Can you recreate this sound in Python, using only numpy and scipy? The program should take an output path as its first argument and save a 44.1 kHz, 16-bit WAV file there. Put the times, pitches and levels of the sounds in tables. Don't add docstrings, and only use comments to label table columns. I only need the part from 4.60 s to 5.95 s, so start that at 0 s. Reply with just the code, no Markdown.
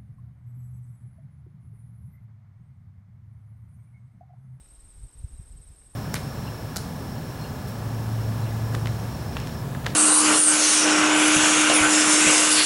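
import sys
import numpy as np
from scipy import signal
from scipy.fft import rfft, irfft
from scipy.io import wavfile

SR = 44100
rng = np.random.default_rng(int(sys.argv[2]) if len(sys.argv) > 2 else 0)


def file_out(sig):
    cols = np.atleast_2d(sig).T
    lim = np.clip(cols, -1, 1)
    pcm = np.round(lim * 32767).astype(np.int16)
    wavfile.write(sys.argv[1], SR, pcm)


N = 59535
TIME = np.arange(N) / SR


def from_db(db):
    return 10 ** (np.asarray(db) / 20)


def unit_rms(x):
    return x / np.sqrt(np.mean(x ** 2) + 1e-20)


def coloured_noise(spectrum):
    hz, db = np.transpose(spectrum)
    bin_hz = np.maximum(np.fft.rfftfreq(N, 1 / SR), 1)
    gain = from_db(np.interp(np.log(bin_hz), np.log(hz), db)) * (bin_hz > 10)
    return unit_rms(irfft(rfft(rng.standard_normal(N)) * gain, N))


def drift(corner_hz):
    bin_hz = np.fft.rfftfreq(N, 1 / SR)
    return unit_rms(irfft(rfft(rng.standard_normal(N)) / (1 + (bin_hz / corner_hz) ** 2), N))


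# frequency in Hz, relative density in dB.
HISS_SPECTRUM = [(30, 0.5), (150, 0.5), (300, -0.5), (550, -4), (1100, -7.5), (2000, -11.5), (3200, -14),
                 (4500, -15), (6800, -16), (9500, -17), (10800, -12), (12000, -14)]


def hiss(level_db=-63.5):
    return from_db(level_db) * coloured_noise(HISS_SPECTRUM)


# peak time in seconds, level in dB, half-width in seconds, centre in Hz.
STEM_RUSTLES = [(0.05, -67, 0.0022, 1680), (.061, -65, 0.0022, 1810), (0.5, -71, 0.014, 1000),
                (0.84, -76, 0.052, 1750), (1.22, -65, 0.0034, 1520), (1.345, -67, 0.012, 810)]


def rustle(peak_s, level_db, half_width_s, centre_hz, fall_db_per_octave=16.5):
    spectrum = [(centre_hz * 2.0 ** octave, -fall_db_per_octave * abs(octave)) for octave in (-4, 0, 4)]
    swell = np.exp(-((TIME - peak_s) / half_width_s) ** 2)
    return from_db(level_db) * swell * coloured_noise(spectrum)


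# time in seconds, relative level in dB.
BREEZE_CURVE = [(0.0, -41.5), (0.03, -55.5), (0.292, -47), (0.318, -54), (0.454, -38), (0.522, -57),
                (0.654, -37), (0.68, -49), (0.74, -37), (0.782, -46), (0.8, -42), (0.872, -51),
                (0.936, -38.5), (1.06, -50), (1.112, -44.5), (1.154, -58.5), (1.248, -50), (1.35, -56)]
# frequency in Hz, relative density in dB.
RUMBLE_SPECTRUM = [(12, -7), (25, -4), (45, 3), (80, -7), (120, -13), (160, -22.5), (250, -29.5),
                   (500, -41.5), (1500, -68)]


def wind(mean_db=-50, swing_share=0.94):
    breeze_db = np.interp(TIME, *np.transpose(BREEZE_CURVE))
    swing_db = swing_share * (breeze_db - breeze_db.mean())
    return from_db(mean_db + swing_db) * coloured_noise(RUMBLE_SPECTRUM)


# peak time in seconds, peak level in dB, centre in Hz.
EDDY_THUMPS = [(0.383, -43.5, 86), (0.438, -34.5, 53), (.556, -43.5, 82), (0.606, -44.5, 65.5),
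               (.647, -24.5, 77), (.799, -31.5, 92), (0.929, -39.5, 66.6), (.959, -41, 98),
               (1.004, -42.5, 87.5), (1.104, -39, 73)]


def eddy(peak_s, peak_db, centre_hz):
    offset_squared = (np.pi * centre_hz * (TIME - peak_s)) ** 2
    return from_db(peak_db) * (1 - 2 * offset_squared) * np.exp(-offset_squared)


# frequency in Hz, relative density in dB.
CHORUS_SPECTRUM = [(6900, -26), (7400, -18), (7700, -2), (8050, 2.5), (8450, 6.5), (8900, 11), (9150, -8.5),
                   (9500, -24)]


def chorus(level_db=-65):
    return from_db(level_db) * coloured_noise(CHORUS_SPECTRUM)


def grass_scatter(direct, scatter_db, t60_s=0.028):
    tail = rng.standard_normal(N) * from_db(-60 * TIME / t60_s)
    tail /= np.sqrt(np.sum(tail ** 2))
    return direct + from_db(scatter_db) * signal.fftconvolve(direct, tail)[:N]


# middle of first stroke in seconds, strokes per second, mid-stroke
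# pitch in Hz, rms level in dB, stroke length in seconds, pitch sag at the ends in Hz, glide over the
# stroke in Hz, pitch jitter in Hz, scatter relative to direct sound in dB.
CRICKET_SONGS = [(0.01201, 20.72, 8480, -62, 0.032, 800, -100, 81, -7.5),
                 (.138, 6.64, 8940, -67, 0.023, 650, -450, 55, -12.5),
                 (0.043, 18.25, 8150, -65, .032, 690, -300, 75, -9),
                 (0.01205, 19.75, 8880, -68.5, 0.031, 500, -100, 79, 0),
                 (0.018, 16, 7450, -80, .026, 240, -100, 91, -1),
                 (.004, 68.44, 5380, -78.5, 0.01, 300, -300, 135, -1.5),
                 (0.0053, 39.04, 3820, -81, .018, 120, -54, 85, -3.5)]


def cricket(first_s, strokes_per_s, pitch_hz, level_db, length_s, sag_hz, glide_hz, jitter_hz, scatter_db):
    spread_s, spread_db, spread_hz = 0.0403 * length_s, 0.94, 45
    stroke = np.round((TIME - first_s) * strokes_per_s).astype(int)
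    later, louder, higher = rng.standard_normal(size=(128, 3))[stroke].T
    middle_s = first_s + stroke / strokes_per_s + spread_s * later
    position = np.clip(2 * (TIME - middle_s) / length_s, -1, 1)
    arch_hz = pitch_hz - sag_hz * position ** 2 + glide_hz * position / 2
    hz = arch_hz + spread_hz * higher + jitter_hz * drift(corner_hz=400)
    roughness = 1 + 0.23 * drift(corner_hz=300)
    swell = from_db(spread_db * louder) * np.cos(np.pi / 2 * position)
    song = swell * roughness * np.sin(2 * np.pi * np.cumsum(hz) / SR)
    return from_db(level_db) * unit_rms(grass_scatter(song, scatter_db))


def scene():
    insects = sum(cricket(*row) for row in CRICKET_SONGS) + chorus()
    air = hiss() + wind() + sum(eddy(*row) for row in EDDY_THUMPS)
    stems = sum(rustle(*row) for row in STEM_RUSTLES)
    return (insects + air + stems)[None]


def record(dry):
    cutoff_hz = 12100
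    lowpass = signal.firwin(601, cutoff_hz, fs=SR, window="blackman")
    return signal.fftconvolve(dry, lowpass[None], "same")


dry = scene()
out = record(dry)
file_out(out)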